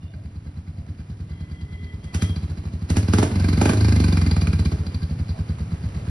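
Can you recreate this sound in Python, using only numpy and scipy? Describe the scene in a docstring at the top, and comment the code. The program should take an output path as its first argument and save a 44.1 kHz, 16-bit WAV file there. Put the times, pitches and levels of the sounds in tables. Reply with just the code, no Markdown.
"""Single-cylinder four-stroke motorcycle at a workshop front: idle, four blips, back to idle.
Each firing thumps through the silencer with a puff of gas. Under open throttle it cracks and slams
the pipe; hot gas lifts the silencer's note, which glides down as it cools. Valves tick, the piston
knocks, gears whirr, the frame rumbles. Walls echo; horns sound faintly from the street.
Heard through a nearby phone with two microphone ports."""
import sys
import numpy as np
from scipy import signal
from scipy.fft import rfft, irfft
from scipy.io import wavfile
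from scipy.ndimage import uniform_filter1d, minimum_filter1d

SR = 44100
rng = np.random.default_rng(int(sys.argv[2]) if len(sys.argv) > 2 else 0)


def master_out(mix):
    """Clip the mix to full scale and print it as 16-bit PCM to the path in sys.argv[1]."""
    frames = np.transpose(np.atleast_2d(mix))
    ceiling = np.clip(frames, -1, 1)
    pcm = np.round(ceiling * 32767).astype(np.int16)
    wavfile.write(sys.argv[1], SR, pcm)


N = 268990
T = np.arange(N) / SR
HZ = np.arange(N + 1) * SR / (2 * N) + np.finfo(np.float32).eps

# crank: t/s, speed/rpm
CRANK_RPM = [(0.0, 1101), (1.349, 1161), (2.113, 1103), (2.167, 1589), (2.38, 1817), (2.6, 1524),
             (2.861, 1370), (2.939, 1861), (3.159, 2418), (3.254, 2904), (3.535, 2671), (3.66, 3083),
             (3.843, 3249), (4.4, 2239), (4.803, 1640), (5.299, 1229), (5.7, 1015), (6.1, 993)]
# firing strength over idle: t/s, level/dB
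FIRING_LOAD = [(0, -3), (1.35, 0.5), (2.08, 0.5), (2.16, 8), (2.56, 2.5), (2.83, 4), (2.91, 10.5),
               (3.85, 12), (4.66, 11), (4.79, 4), (5.25, 6), (6.1, 2.5)]
# phone moving from rear wheel to crankcase: t/s, gear level/dB, thump level/dB
PHONE_APPROACH = [(0, -5, -1.7), (2, -1.5, -2.1), (2.8, -1.5, -1.3), (3.3, 3, -0.9), (4.6, 1.5, -0.05),
                  (5.2, 3, 0.9), (6.1, 8.5, 0.7)]
# throttle twists: open/s, shut/s, rise/s, crack/dB, pipe ring/dB, choking/dB, starving/dB
THROTTLE_BLIPS = [(2.034, 2.244, 0.17, -25.5, 18.5, -3, -4.5), (2.844, 3.006, 0.11, -25, 27.5, -2, 3.5),
                  (3.076, 3.263, 0.073, -25.5, 35, 1.5, 30), (3.583, 3.729, 0.022, -27.5, 35, 5.5, 3.5)]

# spectra: f/Hz, level/dB
FRAME_SPECTRUM = [(30, -18), (70, 3), (100, 2), (180, -3), (300, -26), (600, -58)]
GEAR_SPECTRUM = [(30, -3), (70, 11.5), (180, 12), (300, 4.5), (430, 2), (700, -2), (1100, -5), (2200, -7.5),
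                 (3300, -13.5), (4700, -12), (6000, -16), (10000, -24), (12000, -26)]
GAS_SPECTRUM = [(100, -1), (250, 18.5), (450, -2.5), (700, 1.5), (1000, -1), (1550, 0.5), (2000, 0),
                (2400, 3), (3200, -9), (4500, 5.5), (5800, -2.5), (10000, -12.5), (12000, -11)]
CRACK_SPECTRUM = [(120, 3), (300, -12), (750, 3), (1050, 1.5), (1450, 6), (2400, 1.5), (3300, 1.5),
                  (4500, 1), (6000, 4), (10000, -5.5), (12000, -8)]

# resonances: f/Hz, width/Hz, level/dB
ROCKER_COVER_MODES = [(4092, 130, 4.5), (4744, 280, 6), (4080, 2400, -7), (5950, 210, -9.5),
                      (10100, 12000, -22.5)]
CRANKCASE_MODES = [(1120, 270, -6), (1585, 137, 7), (2095, 140, 3), (2396, 57, 4)]
SILENCER_MODES = [(67.54, 31.8, 3.5), (89.4, 21.9, -5), (91.7, 42.9, 4), (152.6, 31.5, -5.5),
                  (219, 80, -21.5), (84.8, 56.4, 5.5)]  # last row: a broad low boom near 85 Hz
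HEADER_MODES = [(220.2, 83.6, 3.5), (219.1, 47.7, -0.5), (290, 70, -5), (425, 130, -21), (760, 260, -21),
                (1180, 490, -27)]
FLUTTER_MODES = [(95, 30, 1), (200, 90, -8), (290, 90, -8)]
TAILPIPE_MODES = [(438, 106, -2), (626, 100, -4), (824, 59, -8.5), (1190, 470, -13.5), (1560, 68, -6)]
GAS_COLUMN_MODES = [(690, 600, -5), (840, 230, 4), (1210, 230, -13), (1590, 180, -9)]
PIPE_WALL_MODES = [(1146, 250, -3), (1487, 470, -6), (2400, 160, 2.5), (2580, 7000, -16)]
# slow drift of the silencer's note: t/s, frequency ratio
SILENCER_TUNING = [(0, 1), (2.1, 0.96), (3.8, 1.003), (4.6, 1.012), (5.2, 0.994), (6.1, 1)]

# horn partials: f/Hz, level/dB
LOW_HORN_PARTIALS = [(404, -71), (2020, -55.5), (3240, -57.5)]
HIGH_HORN_PARTIALS = [(2837, -61), (3560, -63)]
# toots: start/s, end/s, level/dB, tilt/(dB/oct)
LOW_TOOTS = [(1.28, 1.42, -4, -5), (1.47, 1.61, -3, -3), (1.65, 1.92, 1, -8), (2.0, 2.15, -5, -2),
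             (2.19, 2.28, 2, 16)]
HIGH_TOOTS = [(-.05, 0.085, 0.011, 0)]
# faint hollow swells: t/s, half length/s, f/Hz, width/Hz, level/dB
HOLLOW_SWELLS = [(0.166, 0.09, 634, 111, -58), (0.81, 0.11, 664, 160, -62), (5.357, 0.038, 690, 190, -45),
                 (5.995, 0.14, 620, 170, -55)]

# impacts in each cycle: phase/cycle, idle level/dB, growth/(dB/dB of gas flow), scatter/dB
VALVE_TAPS = [(0.19, -61, 0.8848, -1), (0.338, -55, 0.2135, 0.5)]
PISTON_SLAPS = [(0.264, -60.5, 0.95, 0.97)]
# single knocks: t/s, rocker cover/dB, crankcase/dB
CASTING_KNOCKS = [(0.028, -74, -58), (0.136, -57, -51.5), (0.466, -72, -54), (0.564, -68, -62),
                  (0.672, -71, -58), (0.88, -67, -55), (0.986, -71, -56), (1.002, -71, -56),
                  (1.316, -55, -57), (1.51, -56, -69.5), (1.61, -55, -59), (1.843, -51, -59),
                  (2.04, -56, -56), (2.36, -37, -43), (4.125, -30, -50), (4.311, -29, -47),
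                  (4.411, -31.5, -46), (4.529, -36.5, -47), (4.591, -39, -57), (4.651, -34.5, -49),
                  (4.714, -46, -55), (4.866, -37, -55), (4.945, -34.5, -50), (5.018, -52, -39),
                  (5.031, -38.5, -59), (5.29, -45, -64), (5.305, -44.5, -63), (5.489, -51, -53),
                  (5.835, -50, -58)]
# hardest firings: t/s, bark/dB, wall clank/dB
PIPE_SLAMS = [(2.902, -41, -29.5), (2.966, -37, -40), (3.08, -25, -42), (3.135, -18.5, -28.5),
              (3.184, -17, -34), (3.227, -20.5, -29), (3.614, -16.5, -21.5), (3.655, -18, -21.5),
              (3.693, -18.5, -26), (3.732, -28, -38), (4.04, -27, -30), (4.084, -35, -28.5),
              (4.125, -35, -33), (4.171, -41, -28.5), (4.215, -39, -28), (4.263, -35, -31.5),
              (4.311, -30, -38), (4.365, -29, -30.5), (4.417, -35.5, -29), (4.471, -43, -26.5),
              (4.532, -34, -30.5), (4.658, -42, -29), (4.867, -38, -44), (4.944, -46, -41)]
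# unburnt fuel popping as the revs fall: t/s, crack/dB, pipe ring/dB
AFTERFIRE_POPS = [(4.594, -48, 13), (4.718, -47, 22)]

# shop reverberation with little deep bass: f/Hz, level/dB
REVERB_BASS = [(90, -16), (170, -12)]
REVERB_TREBLE = [(350, -5), (2000, -11.5), (10000, -8)]
# microphone ports: f/Hz, level/dB
PORT_MID = [(20, 9.5), (58, 1.5), (105, 7), (300, -0.5), (6000, -3.5), (6700, -22), (8400, -15.5),
            (9200, 0.5), (11000, 2), (12000, -14)]
PORT_SIDE = [(60, -56), (120, -69), (220, -48.5), (350, -14), (630, -1), (1100, 3.5), (1700, -10),
             (2700, 3.5), (4300, -5), (6300, -5.5), (8000, 7.5), (10000, -15.5), (12000, -29)]
LEFT_OVER_RIGHT = [(150, 0), (280, -2.7), (550, -1), (1000, 2), (2000, -2), (4000, 0)]

IDLE_RPM, FIRING_PHASE = 1100, .27  # phase/cycle
THUMP_DB, GAS_DB, WHIRR_DB, RUMBLE_DB, FLUTTER_DB = 27.5, -57, -52, -43.5, -47  # base gains
RING_OVER_PUFF_DB, DRAIN_OVER_PUFF_DB, ROAR_OVER_PUSH_DB = 57, -16, -58
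GAS_DB_PER_LOAD_DB, GAS_DB_PER_OCT = 1.66, 5
WHIRR_DB_PER_OCT, WHIRR_THROTTLE_DB = 8, 5
PITCH_PER_HEAT, COOLING_S = .16, .13  # heat 1: throttle held open at idle speed
LULL_DB, LULL_S = -4, 0.86  # gas runs thin after the throttle shuts
RELEASE_S, STARVE_LAG_S, STARVE_WIDTH_S = 0.0099, 0.0089, 0.031
CRACK_SAG_DB_PER_S = 35  # a twist's first charges are the richest
BLOW_DB, CHATTER_DB, CASTING_CHATTER_S, PIPE_CHATTER_S = 18, 1.5, 0.0063, 0.0013
HORN_PIVOT_HZ, HORN_WAVER, HORN_BLUR_DB = 2000, .014, 1
BACK_WALL_S, BACK_WALL_DB = .0089, -20
CEILING_DB, TOP_HZ = -4.2, 12000


def undb(db):
    """Decibels to gain."""
    return 10 ** (np.asarray(db) / 20)


def curve(table):
    """Columns of a timed table, per sample."""
    times_s, *columns = np.transpose(table)
    return [np.interp(T, times_s, column) for column in columns]


def colour(points):
    """Response through points of f/Hz, level/dB."""
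    hz, db = np.transpose(points)
    return undb(np.interp(np.log(HZ), np.log(hz), db))


def modes(table):
    """Response of steep resonances that swell, then fade; signs alternate."""
    return sum((-1) ** k * undb(db) / (1 + 1j * (HZ ** 2 - hz ** 2) / (HZ * width_hz)) ** 2
               for k, (hz, width_hz, db) in enumerate(table))


def delay(lag_s):
    """Response of a plain delay."""
    return np.exp(-2j * np.pi * HZ * lag_s)


def shape(x, response):
    """Filter by a frequency response."""
    return irfft(rfft(x, 2 * N) * response)[:N]


def unit_power(response):
    """Response scaled to a mean power of 1."""
    return response / np.sqrt(np.mean(np.abs(response) ** 2))


def hiss(envelope, response):
    """Enveloped noise, coloured at constant power."""
    return shape(envelope * rng.standard_normal(N), unit_power(response))


def fade(pulses, decay_s):
    """Exponential tail after each impulse."""
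    return signal.lfilter([1], [1, -np.exp(-1 / (decay_s * SR))], pulses)


def lag(x, tau_s):
    """First-order lag, unity gain."""
    return fade(x, tau_s) / (tau_s * SR)


def wander(rate_hz):
    """Random drift, spread near 1."""
    return np.interp(T * rate_hz, np.arange(1024), rng.standard_normal(size=1024))


def strokes(cycles, phase, scatter_db):
    """One uneven impulse per engine cycle, at this phase."""
    at = np.flatnonzero(np.diff(np.floor(cycles - phase)) > 0)
    pulses = np.zeros(N)
    pulses[at] = undb(scatter_db * rng.standard_normal(size=256)[:len(at)])
    return pulses


def retuned(pulses, response, ratio):
    """Ring a resonator whose frequencies follow a moving ratio."""
    clock = np.cumsum(ratio)
    rung = irfft(rfft(np.bincount(clock.astype(int), pulses), 2 * N) * response)
    return np.interp(clock, np.arange(2 * N), rung)


def clack(taps, table, chatter_s):
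    """A clean blow and brief chatter ring a set of modes."""
    chatter = undb(CHATTER_DB) * fade(taps, chatter_s) * rng.standard_normal(N)
    return shape(taps * undb(BLOW_DB) + chatter, unit_power(modes(table)))


def frame_rumble(near_db):
    """The engine shakes frame and panels."""
    return hiss(undb(RUMBLE_DB + near_db), colour(FRAME_SPECTRUM))


def gears(cycles, whirr_db, rattle_per_s=250):
    """Chain and gears whirr, swelling once a cycle; teeth rattle finely."""
    swell = 1 + 0.19 * np.cos(2 * np.pi * (cycles - .35))
    contacts = (rng.random(N) < rattle_per_s / SR) * rng.exponential(size=N)
    teeth = fade(contacts, decay_s=0.0019)
    return hiss(undb(whirr_db) * swell * (1.436 + 0.42 * teeth), colour(GEAR_SPECTRUM))


def horn(toots, partials):
    """Distant buzzing diaphragm; street echoes blur and prolong each wavering partial."""
    sound = 0
    for hz, partial_db in partials:
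        octaves = np.log2(hz / HORN_PIVOT_HZ)
        gate = 0
        for start_s, end_s, db, db_per_oct in toots:
            inside_s = np.minimum(T - start_s, end_s - T)
            gate += undb(db + db_per_oct * octaves) * np.clip(inside_s / 0.072 + .5, 0, 1)
        gate = lag(gate, tau_s=.03)
        pitch_hz = hz * (1 + HORN_WAVER * wander(rate_hz=60))
        tone = np.sin(2 * np.pi * np.cumsum(pitch_hz) / SR)
        blur = hiss(gate * undb(HORN_BLUR_DB), modes([(hz, 22 + hz * 0.013, 0)]))
        sound += undb(partial_db) * (gate * tone + blur)
    return sound


def valves_and_piston(cycles, flow_db, near_db):
    """Valves tap the rocker cover, the piston slaps the crankcase; single knocks ring both."""
    cover, case = np.zeros((2, N))
    for hits, table in ((cover, VALVE_TAPS), (case, PISTON_SLAPS)):
        for phase, db, growth, scatter_db in table:
            hits += strokes(cycles, phase, scatter_db) * undb(db + growth * flow_db + 0.38 * near_db)
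    for t_s, cover_db, case_db in CASTING_KNOCKS:
        cover[int(t_s * SR)] += undb(cover_db)
        case[int(t_s * SR)] += undb(case_db)
    ticks = clack(cover, ROCKER_COVER_MODES, CASTING_CHATTER_S)
    return ticks + clack(case, CRANKCASE_MODES, CASTING_CHATTER_S)


def exhaust(cycles, load_db, flow_db, heat):
    """Firings ring the silencer, higher when hot; their gas rings the header, rushes out, flutters."""
    tuning = curve(SILENCER_TUNING)[0] + PITCH_PER_HEAT * heat + .015 * wander(rate_hz=6.1)
    firings = strokes(cycles, FIRING_PHASE, scatter_db=.6) * undb(THUMP_DB + load_db)
    thump = retuned(firings, modes(SILENCER_MODES) * delay(0.00343), tuning)
    puffs = strokes(cycles, FIRING_PHASE, scatter_db=1.4) * undb(GAS_DB + flow_db)
    ring = shape(puffs * undb(RING_OVER_PUFF_DB), -modes(HEADER_MODES) * delay(0.0012))
    drain = undb(DRAIN_OVER_PUFF_DB) * fade(puffs, decay_s=0.076)  # silencer empties between firings
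    rush = hiss(fade(puffs, decay_s=.01) + drain, colour(GAS_SPECTRUM))
    eddies = strokes(cycles, FIRING_PHASE, scatter_db=1) * undb(FLUTTER_DB + 0.16 * load_db)
    flutter = hiss(fade(eddies, decay_s=0.089), modes(FLUTTER_MODES))
    return thump + ring + rush + flutter


def swells():
    """Hollow bands of noise rise and fall behind the engine."""
    return sum(hiss(undb(db) * np.exp(-((T - t_s) / half_s) ** 2), modes([(hz, width_hz, 0)]))
               for t_s, half_s, hz, width_hz, db in HOLLOW_SWELLS)


def throttle():
    """Twists admit crack and ring; they choke the thump and starve firings on shutting (< 0 dB: boost)."""
    opening, crack, ring, choke_db, starve_db = np.zeros((5, N))
    for open_s, shut_s, rise_s, crack_db, ring_db, choking_db, starving_db in THROTTLE_BLIPS:
        held_s = np.maximum(T - open_s, 0)
        gate = np.clip(np.minimum(held_s / rise_s, 1 - (T - shut_s) / RELEASE_S), 0, 1)
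        opening += gate
        crack += gate * undb(crack_db - CRACK_SAG_DB_PER_S * held_s)
        ring += gate * undb(ring_db)
        choke_db += gate * choking_db
        starve_db += starving_db * np.exp(-((T - shut_s - STARVE_LAG_S) / STARVE_WIDTH_S) ** 2)
    return opening, crack, ring, choke_db, starve_db


def bangs(cycles, crack, ring):
    """Full charges and afterfires: swelling hiss, shock front, ragged tail, header bark, tailpipe roar."""
    firings = strokes(cycles, FIRING_PHASE, scatter_db=0.38)
    cracks, pushes = firings * crack, firings * ring
    for t_s, crack_db, ring_db in AFTERFIRE_POPS:
        cracks[int(t_s * SR)] += undb(crack_db)
        pushes[int(t_s * SR)] += undb(ring_db)
    lead_in = fade(cracks[::-1], decay_s=0.0065)[::-1]  # swells briefly into each crack
    lead_hiss = hiss(undb(3) * lead_in, colour(GAS_SPECTRUM))
    front = shape(cracks * undb(26), colour(CRACK_SPECTRUM) * delay(0.000801))
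    tail = hiss(fade(cracks, decay_s=0.02) + 0.28 * fade(cracks, decay_s=0.016), colour(CRACK_SPECTRUM))
    bark = shape(pushes, -modes(HEADER_MODES) * delay(0.00082))
    roar = hiss(fade(pushes, decay_s=0.012) * undb(ROAR_OVER_PUSH_DB), modes(TAILPIPE_MODES))
    return lead_hiss + front + tail + bark + roar


def slams():
    """The steepest pressure fronts bark in the pipe and clank its wall."""
    bark, wall = np.zeros((2, N))
    for t_s, bark_db, wall_db in PIPE_SLAMS:
        bark[int(t_s * SR)] += undb(bark_db)
        wall[int(t_s * SR)] += undb(wall_db)
    return clack(bark, GAS_COLUMN_MODES, PIPE_CHATTER_S) + clack(wall, PIPE_WALL_MODES, PIPE_CHATTER_S)


def engine():
    """Speed, load and throttle drive exhaust, valves and gears over the frame's rumble."""
    rpm = curve(CRANK_RPM)[0]
    cycles = np.cumsum(rpm) / (2 * 60 * SR)  # two turns per firing
    octaves = np.log2(rpm / IDLE_RPM)
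    opening, crack, ring, choke_db, starve_db = throttle()
    heat = lag(opening * rpm / IDLE_RPM, COOLING_S)
    lull = (1 - opening) * lag(opening, LULL_S)
    load_db = curve(FIRING_LOAD)[0] - starve_db
    flow_db = GAS_DB_PER_LOAD_DB * load_db + GAS_DB_PER_OCT * octaves + LULL_DB * lull
    near_db, near_thump_db = curve(PHONE_APPROACH)
    whirr_db = WHIRR_DB + WHIRR_DB_PER_OCT * octaves + WHIRR_THROTTLE_DB * opening + near_db
    return (frame_rumble(near_db) + exhaust(cycles, load_db - choke_db + near_thump_db, flow_db, heat)
            + bangs(cycles, crack, ring) + slams()
            + valves_and_piston(cycles, flow_db, near_db) + gears(cycles, whirr_db))


def reflections(t60_s, gap_s):
    """Response of dense, fading echoes; unit power."""
    echoes = rng.standard_normal(N) * np.exp(-np.log(1000) * T / t60_s) * (T > gap_s)
    return rfft(echoes / np.sqrt(np.sum(echoes ** 2)), 2 * N)


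def scene():
    """Engine and street in the open-fronted shop, at two ports."""
    direct = engine() + swells()
    direct += horn(LOW_TOOTS, LOW_HORN_PARTIALS) + horn(HIGH_TOOTS, HIGH_HORN_PARTIALS)
    back_wall = undb(BACK_WALL_DB) * delay(BACK_WALL_S)
    walls = colour(REVERB_BASS + REVERB_TREBLE) * reflections(t60_s=0.49, gap_s=0.015)
    mid = shape(direct, (1 + back_wall + walls) * colour(PORT_MID))
    # floor and bike echoes reach the ports unequally
    scatter = reflections(t60_s=0.01, gap_s=0) + undb(-12) * reflections(t60_s=0.29, gap_s=0.018)
    side = shape(direct, scatter * colour(PORT_SIDE))
    balance = colour(LEFT_OVER_RIGHT)
    lean = shape(mid, (balance - 1) / (balance + 1))
    return np.array([mid + side + lean, mid - side - lean])


def record(dry):
    """The phone limits peaks on both channels together and cuts the top."""
    gain = 1 / np.maximum(np.abs(dry).max(axis=0) / undb(CEILING_DB), 1)
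    gain = uniform_filter1d(minimum_filter1d(gain, 441), 441)  # 10 ms hold and ramp
    lowpass = signal.ellip(8, .2, 70, TOP_HZ, fs=SR, output="sos")
    return signal.sosfilt(lowpass, dry * gain)


dry = scene()
out = record(dry)
master_out(out)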